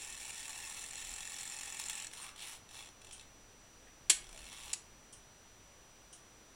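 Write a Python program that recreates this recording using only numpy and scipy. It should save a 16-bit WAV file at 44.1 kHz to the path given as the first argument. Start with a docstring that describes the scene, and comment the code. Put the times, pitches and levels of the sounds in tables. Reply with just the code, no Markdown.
"""A brass clock movement close to the microphone, over the faint air, hum and whine of a quiet room.
Its wheel train whirrs for two seconds: noise bursts, one per tooth, excite modelled plate resonances.
Then the wheels turn in four short spurts under a finger, tooth clicks merging into a buzz; parts rub and clack.
A lever snaps over (noise crack, sine ping, ringing modes); the train speeds up until it hits its stop.
From two seconds on, soft ticks of coloured noise fall on a one-second beat, four in all."""
import sys
import numpy as np
from scipy import signal
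from scipy.fft import rfft, irfft, next_fast_len
from scipy.io import wavfile
from scipy.ndimage import uniform_filter1d

SR = 44100
rng = np.random.default_rng(int(sys.argv[2]) if len(sys.argv) > 2 else 0)


def transcribe(u):
    """Save the signal u as a 16-bit wav file named by the first command-line argument.

    u: samples, shape (n,) or (channels, n), limited to [-1, 1]; the rate is SR.
    q: integer samples, one column per channel.
    """
    v = np.clip(np.atleast_2d(u).T, -1, 1)
    q = np.round(v * 32767).astype(np.int16)
    wavfile.write(sys.argv[1], SR, q)


N = 288855
TIME = np.arange(N) / SR

# slow wheel in the free run: (time [s], speed [teeth/s])
RUN_SPEED = [(.02, 38.08), (.45, 40.2), (.9, 43.32), (1.5, 44.89), (1.8, 43.57), (2.08, 43.19)]
# relative spectrum of pinion chatter and clacks: (frequency [Hz], density [dB per Hz])
WHIRR_SPECTRUM = [(150, -32), (400, -30), (850, -5.5), (1400, -9.5), (2600, 3.5), (4100, -2), (4750, -6),
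                  (5600, -3.5), (6400, -2.5), (7400, -0.5), (10200, 1), (12000, -6), (14500, -17),
                  (16000, -12)]


def amp(db):
    """Decibels to gain."""
    return 10 ** (np.asarray(db) / 20)


def unit(x):
    """x at rms 1."""
    return x / np.sqrt(np.mean(x ** 2) + 1e-20)


def along(points, hz):
    """(Hz, value) points read on a log frequency axis."""
    f, v = np.transpose(points)
    return np.interp(np.log(hz + 1), np.log(f + 1), v)


def curves(rows):
    """One value per sample for each column after the time."""
    s, *cols = np.transpose(rows)
    return [np.interp(TIME, s, c) for c in cols]


def fade(t, t60):
    """A decay of 60 dB in t60 seconds, silent before t = 0."""
    return (t >= 0) * amp(-60 * np.maximum(t, 0) / t60)


def swell(s, length):
    """A rounded rise and fall of the given length, at its top at time s."""
    return np.cos(np.pi * np.clip((TIME - s) / length, -.5, .5))


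def filtered(x, response):
    """x through a complex frequency response, zero-padded."""
    size = 2 * next_fast_len(N // 2 + SR // 4)
    return irfft(rfft(x, size) * response(np.fft.rfftfreq(size, 1 / SR)), size)[:N]


def colour(points, hz):
    """A causal (minimum-phase) response with the given spectrum, normalised in power."""
    cepstrum = irfft(np.log(unit(amp(along(points, hz)))))
    half = len(cepstrum) // 2
    cepstrum[1:half] *= 2
    cepstrum[half + 1:] = 0
    return np.exp(rfft(cepstrum))


def resonance(hz, centre, width):
    """A causal resonance with a peak gain of 1."""
    return 1j * hz * width / (centre ** 2 - hz ** 2 + 1j * hz * width)


def narrow(centre, width, size):
    """size samples of noise of rms 1 with steep skirts around one pitch."""
    hz = np.fft.rfftfreq(size, 1 / SR)
    spectrum = rfft(rng.standard_normal(size)) * resonance(hz, centre, width) ** 2
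    return unit(irfft(spectrum, size))


def brass(force, spectrum, ring_db):
    """Contact forces heard directly and through the ringing plates, at unchanged power."""
    # plate resonances: (frequency [Hz], width [Hz], relative level [dB])
    plates = [(857, 61, 6), (1105, 72, -2), (1318, 83, -2), (1787, 89, 3), (2204, 19, 0), (2320, 36, -6),
              (2647, 46, 0), (3430, 95, -3), (3800, 97, -4), (4210, 130, -2.5), (5410, 140, -1),
              (5820, 170, 0.5), (6460, 47, -10), (7010, 71, 0.5), (7210, 290, -3.5), (7610, 78, -5),
              (7830, 48, -7), (8320, 52, -4), (9200, 43, -6), (9470, 340, -9), (13900, 300, -18),
              (14100, 270, 3)]

    def response(hz):
        modes = sum(amp(db) * resonance(hz, centre, width) for centre, width, db in plates)
        body = colour(spectrum, hz) * (1 + amp(ring_db) * modes)
        return body / np.sqrt(np.mean(np.abs(body) ** 2))
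    return filtered(force, response)


def teeth(speed, contact_t60, scatter_db, rise_t60):
    """Force of rms 1 from a turning wheel: each tooth lands with its own strength."""
    start, end = speed[0][0], speed[-1][0]
    turning = (TIME >= start) & (TIME < end)
    rate, = curves(speed)
    passed = np.cumsum(rate * turning) / SR
    tooth = passed.astype(int)
    age_s = passed % 1 / rate
    strength = amp(scatter_db * rng.standard_normal(tooth[-1] + 1))[tooth]
    pulse = fade(age_s, contact_t60) * (1 - fade(age_s, rise_t60))
    landing = turning * strength * pulse
    rms = np.sqrt(np.mean(landing[turning] ** 2))
    return landing / rms * rng.standard_normal(N)


def chatter(rate, t60, scatter_db):
    """Force of rms 1 from many tiny irregular contacts, rate per second, their powers adding."""
    hits = (rng.random(N) < rate / SR) * amp(2 * scatter_db * rng.standard_normal(N))
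    power = signal.lfilter([1], [1, -fade(1 / SR, t60) ** 2], hits)
    return unit(np.sqrt(power) * rng.standard_normal(N))


def wander(x, depth_db):
    """As the wheels turn, the contact points move and favour other resonances."""
    z = signal.stft(x, nperseg=512)[2]
    field = rng.standard_normal(z.shape)
    field = uniform_filter1d(field, size=3, axis=0)  # over frequency
    field = uniform_filter1d(field, size=14, axis=1)  # over time
    return signal.istft(z * amp(depth_db * unit(field)), nperseg=512)[1][:N]


def background():
    """Room air as shaped noise; a faint hum and a thin electronic whine as steady sines."""
    # air: (frequency [Hz], relative level [dB])
    air_spectrum = [(20, -2.5), (60, -19.5), (85, -5.5), (125, -9.5), (170, -10), (290, -10.5),
                    (550, -11.5), (2000, -17), (4800, -20.5), (6500, -22.5), (7400, -21), (8500, -23.5),
                    (16000, -33)]
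    # electrical tones: (frequency [Hz], rms level [dB])
    tone_rows = [(52, -74), (99, -80), (121, -79.5), (5880, -67)]
    air = unit(filtered(rng.standard_normal(N), lambda hz: amp(along(air_spectrum, hz))))
    tones = sum(amp(db) * np.sqrt(2) * np.sin(2 * np.pi * hz * TIME) for hz, db in tone_rows)
    return amp(-61.5) * air + tones


def handling():
    """The hand rests on the frame; each press swells its low noise rumble through the table."""
    # presses: (centre time [s], length [s], peak rumble added [dB])
    press_rows = [(.1, .7, -70), (1.1, .5, -65), (3.203, .4, -73), (4.35, 0.97, -63.5)]
    # rumble: (frequency [Hz], relative density [dB per Hz])
    rumble_spectrum = [(10, 2.5), (25, 5), (55, 1), (100, -21), (250, -12.5), (1000, -80)]
    resting_db = -71.5
    pressure = amp(resting_db) + sum(amp(db) * swell(s, length) for s, length, db in press_rows)
    rumble = filtered(rng.standard_normal(N), lambda hz: amp(along(rumble_spectrum, hz)))
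    return pressure * unit(rumble)


def ticks():
    """A soft, bright tick: a noise burst with a rounded onset and a short scraping decay."""
    # ticks: (time [s], level before the onset shape [dB])
    tick_rows = [(2.128, -51), (3.122, -47), (5.125, -50), (6.127, -50)]
    # colour: (frequency [Hz], relative density [dB per Hz])
    tick_spectrum = [(1500, -12), (2400, -21), (3050, 1.5), (3600, -8), (4600, -13), (5500, 0), (7500, -3),
                     (8700, 4), (9600, 3.5), (11000, -17), (15000, -32)]
    force = sum(amp(db) * (fade(TIME - s, t60=0.17) - fade(TIME - s, t60=0.012)) for s, db in tick_rows)
    return filtered(force * rng.standard_normal(N), lambda hz: colour(tick_spectrum, hz))


def clacks():
    """Loose parts knock on the plates as the train shakes them: decaying noise forces."""
    # clacks: (time [s], level [dB])
    clack_rows = [(0.494, -38.5), (0.671, -45), (1.182, -43), (1.205, -43), (1.631, -43), (1.747, -44),
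                  (1.798, -32.5), (1.897, -31), (1.904, -54), (2.135, -42.5), (2.361, -51), (3.047, -48),
                  (4.328, -48)]
    force = sum(amp(db) * fade(TIME - s, t60=0.025) for s, db in clack_rows)
    return brass(force * rng.standard_normal(N), WHIRR_SPECTRUM, ring_db=0.5)


def rubs():
    """Arbors and levers rub on brass: each rub swells and fades, exciting one resonance in tiny slips."""
    # rubs: (centre time [s], length [s], pitch [Hz], width [Hz], level at the top [dB])
    rub_rows = [(1.993, 0.16, 2740, 895, -53), (2.23, 0.079, 8700, 250, -54),
                (2.242, .14, 1170, 352, -58.5), (2.302, 0.049, 1570, 800, -56.5),
                (2.419, 0.14, 3360, 1400, -54.5), (3.137, 0.096, 3120, 250, -64),
                (3.878, .03, 1900, 1200, -60), (4.359, 0.069, 640, 150, -62.5),
                (4.579, 0.27, 3400, 806, -60), (4.66, .14, 840, 79, -66)]
    out = np.zeros(N)
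    for s, length, hz, width, db in rub_rows:
        touch = np.abs(TIME - s) < length / 2
        out[touch] += amp(db) * swell(s, length)[touch] * narrow(hz, width, size=SR)[:touch.sum()]
    slip_power = uniform_filter1d(chatter(rate=700, t60=0.011, scatter_db=1.5) ** 2, size=40)
    return out * unit(np.sqrt(np.abs(slip_power)))


def blows():
    """A lever cracks against a pin, which pings; it rebounds once and rings on in decaying modes."""
    # blows: (time [s], level [dB], ring re blow [dB], pin pitch [Hz], rebound t60 [s])
    blow_rows = [(4.0969, -13.5, -19.5, 7630, 0.076), (4.731, -27.5, -31, 6770, 0.038)]
    # lever modes: (frequency [Hz], mean relative level [dB], t60 [s])
    lever_modes = [(345, -16, .13), (1507, -13, .15), (1701, -12, .13), (1841, -12, .17), (2229, -9, .16),
                   (2692, -10, .2), (3262, -11, .24), (3450, -11, .2), (3820, -8, .2), (4188, -6, .21),
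                   (4463, -12, .2), (4982, -11, .19), (5430, -7, .17), (5841, -4, .17), (7025, -6, .16),
                   (7305, -9, .2), (7483, -6, .18), (7593, -7, .19), (8005, 1, .19), (8147, -7, .17),
                   (8425, -9, .18), (9573, -9, .22), (10050, -11, .16), (10790, -13, .18)]
    # crack: (frequency [Hz], relative density [dB per Hz])
    snap_spectrum = [(100, -32), (300, -27), (700, -15), (1200, -15.5), (2600, -3.5), (4800, -3.5),
                     (5800, -0.5), (6500, -1), (7900, 7.5), (9000, -6), (9700, 1), (11000, -5.5),
                     (13000, -21), (16000, -34)]
    ping_db, rebound_delay_s, mode_scatter_db = -5.5, .0033, 0.44
    out = np.zeros(N + SR)
    t = TIME[:SR // 2]
    snap = colour(snap_spectrum, np.fft.rfftfreq(len(t), 1 / SR))
    for s, db, ring_db, pin_hz, rebound_t60 in blow_rows:
        contact = 0.68 * fade(t, t60=0.037) + .5 * fade(t - rebound_delay_s, rebound_t60)
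        crack = irfft(rfft(contact * rng.standard_normal(len(t))) * snap)
        ping = fade(t, t60=.023) * np.sin(2 * np.pi * pin_hz * t)
        ping *= 1 + .4 * narrow(400, 700, size=len(t))
        ring = np.zeros(len(t))
        for hz, mean_db, t60 in lever_modes:
            gain = amp(mean_db + rng.normal(0, mode_scatter_db))
            ring += gain * fade(t, t60) * np.sin(2 * np.pi * (hz * t + rng.random()))
        blow = crack + amp(ping_db) * ping + amp(ring_db) * ring
        out[round(s * SR):][:len(t)] += amp(db) * blow * (1 - fade(t, t60=0.0035))
    return out[:N]


def mesh():
    """The fast pinion sings faintly: a sine whose pitch follows the speed of the train."""
    pinion_teeth_per_wheel_tooth = 17.5
    rate, = curves(RUN_SPEED)
    phase = 2 * np.pi * pinion_teeth_per_wheel_tooth * np.cumsum(rate) / SR
    level = amp(-75.5) * (TIME < RUN_SPEED[-1][0])
    return level * np.sin(phase) * (1 + 0.11 * narrow(27, 30, size=N))


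def spurts():
    """Each push speeds the wheels up and makes them louder: single clicks merge into a sliding buzz."""
    # spurts: (time [s], length [s], push [s], speed at the start, after the push, at the end [teeth/s],
    #          level at reference speed before the click/buzz mix [dB], release [s])
    spurt_rows = [ (2.114, .216, .116, 38, 155, 67, -48.5, .09),
                  (2.361, .22, .101, 41, 178, 153, -48.5, .055), (2.69, .21, .077, 35, 144, 47, -52, .01),
                  (3.016, .22, .111, 32, 56, 69, -55.5, .03),
                  (4.242, .488, .096, 34, 60.5, 146.1, -51.5, .01), ]
    # click and buzz colours: (frequency [Hz], relative density [dB per Hz])
    click_spectrum = [(300, -19), (950, -7.5), (1800, -10.5), (2700, 3), (3500, 2), (4300, -1.5),
                      (4800, -8), (5400, -4), (6500, -7.5), (7500, -2.5), (10000, -3.5), (12000, -15),
                      (14500, -39), (16000, -10)]
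    slide_spectrum = [(300, -25), (950, -4), (1600, -5.5), (2700, 3), (4200, -8.5), (4800, -5), (5400, -2),
                      (6800, -4), (8500, -1.5), (10200, 0.5), (12000, -6), (14500, -13), (16000, -20)]
    reference_teeth_per_s, db_per_doubling, release_db = 100, 2, 10.5
    landing, sliding = np.zeros(N), np.zeros(N)
    for s, length, push, start_rate, pushed_rate, end_rate, db, release in spurt_rows:
        end = s + length
        speed = [(s, start_rate), (s + push, pushed_rate), (end, end_rate)]
        rate, = curves(speed)
        released = np.clip(1 - (end - TIME) / release, 0, 1)
        speed_db = db_per_doubling * np.log2(rate / reference_teeth_per_s)
        gain = amp(db + speed_db - release_db * released) * (TIME >= s) * (TIME < end)
        slide = np.clip(rate / 230, 0, .9)
        clicks = teeth(speed, contact_t60=0.022, scatter_db=3, rise_t60=0.00085)
        landing += gain * (1 - slide ** 2) * clicks
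        sliding += gain * slide
    sliding *= chatter(rate=1700, t60=0.0037, scatter_db=4.5)
    click_sound = brass(landing, click_spectrum, ring_db=7.5)
    buzz = brass(sliding, slide_spectrum, ring_db=-3.5)
    return amp(-2.0) * click_sound + amp(-0.6) * buzz


def free_run():
    """The slow wheel knocks tooth by tooth, ever harder, while the fast pinions chatter in their play."""
    # knock: (frequency [Hz], relative density [dB per Hz])
    knock_spectrum = [(300, -10.5), (850, -16.5), (1800, -4.5), (4000, -3), (4800, -3), (6400, -4.5),
                      (7400, 4.5), (8400, 4), (9500, -7.5), (12000, -4), (16000, -50)]
    whirr_db, knock_start_db, knock_growth_db_per_s = -50, -54.5, 3
    whirr_lead_s = 0.044  # pinions begin to slacken this long before the slow wheel stops
    knock_db = knock_start_db + knock_growth_db_per_s * TIME
    driven = fade(np.maximum(TIME - RUN_SPEED[-1][0] + whirr_lead_s, 0), t60=0.17)
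    pinions = brass(chatter(rate=750, t60=0.01, scatter_db=0.0), WHIRR_SPECTRUM, ring_db=4.5)
    knocks = teeth(RUN_SPEED, contact_t60=0.017, scatter_db=0.5, rise_t60=0.0042)
    wheel = brass(knocks, knock_spectrum, ring_db=13.5)
    return driven * amp(whirr_db) * wander(pinions, depth_db=1.5) + amp(knock_db) * wheel


def room(x):
    """A short diffuse tail of noise in which each frequency dies at its own speed."""
    # decay: (frequency [Hz], t60 [s])
    room_decay = [(200, 0.88), (2500, 0.33), (8000, .23), (14000, 0.32)]
    hz, t, z = signal.stft(rng.standard_normal(SR // 2), SR, nperseg=256)
    tail = signal.istft(z * fade(t, along(room_decay, hz)[:, None]), SR, nperseg=256)[1]
    tail *= 1 - fade(TIME[:len(tail)], t60=0.0036)
    return signal.fftconvolve(x, tail / np.linalg.norm(tail))[:N]


def scene():
    """The movement, its room and the background."""
    train = free_run() + mesh() + spurts() + rubs() + clacks() + ticks()
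    levers = blows()
    reverb = room(amp(-6.0) * train + amp(-9.5) * levers)
    return (train + levers + reverb + handling() + background())[None]


def record(dry):
    """The microphone has a narrow null in the high treble; nothing passes above the band limit."""
    null_hz, width_hz, top_hz = 11800, 550, 15900

    def response(hz):
        offset = (hz - null_hz) ** 2
        null = offset / (offset + width_hz ** 2) * 0.89 + 0.12
        return null * (hz < top_hz)
    return filtered(dry[0], response)[None]


dry = scene()
out = record(dry)
transcribe(out)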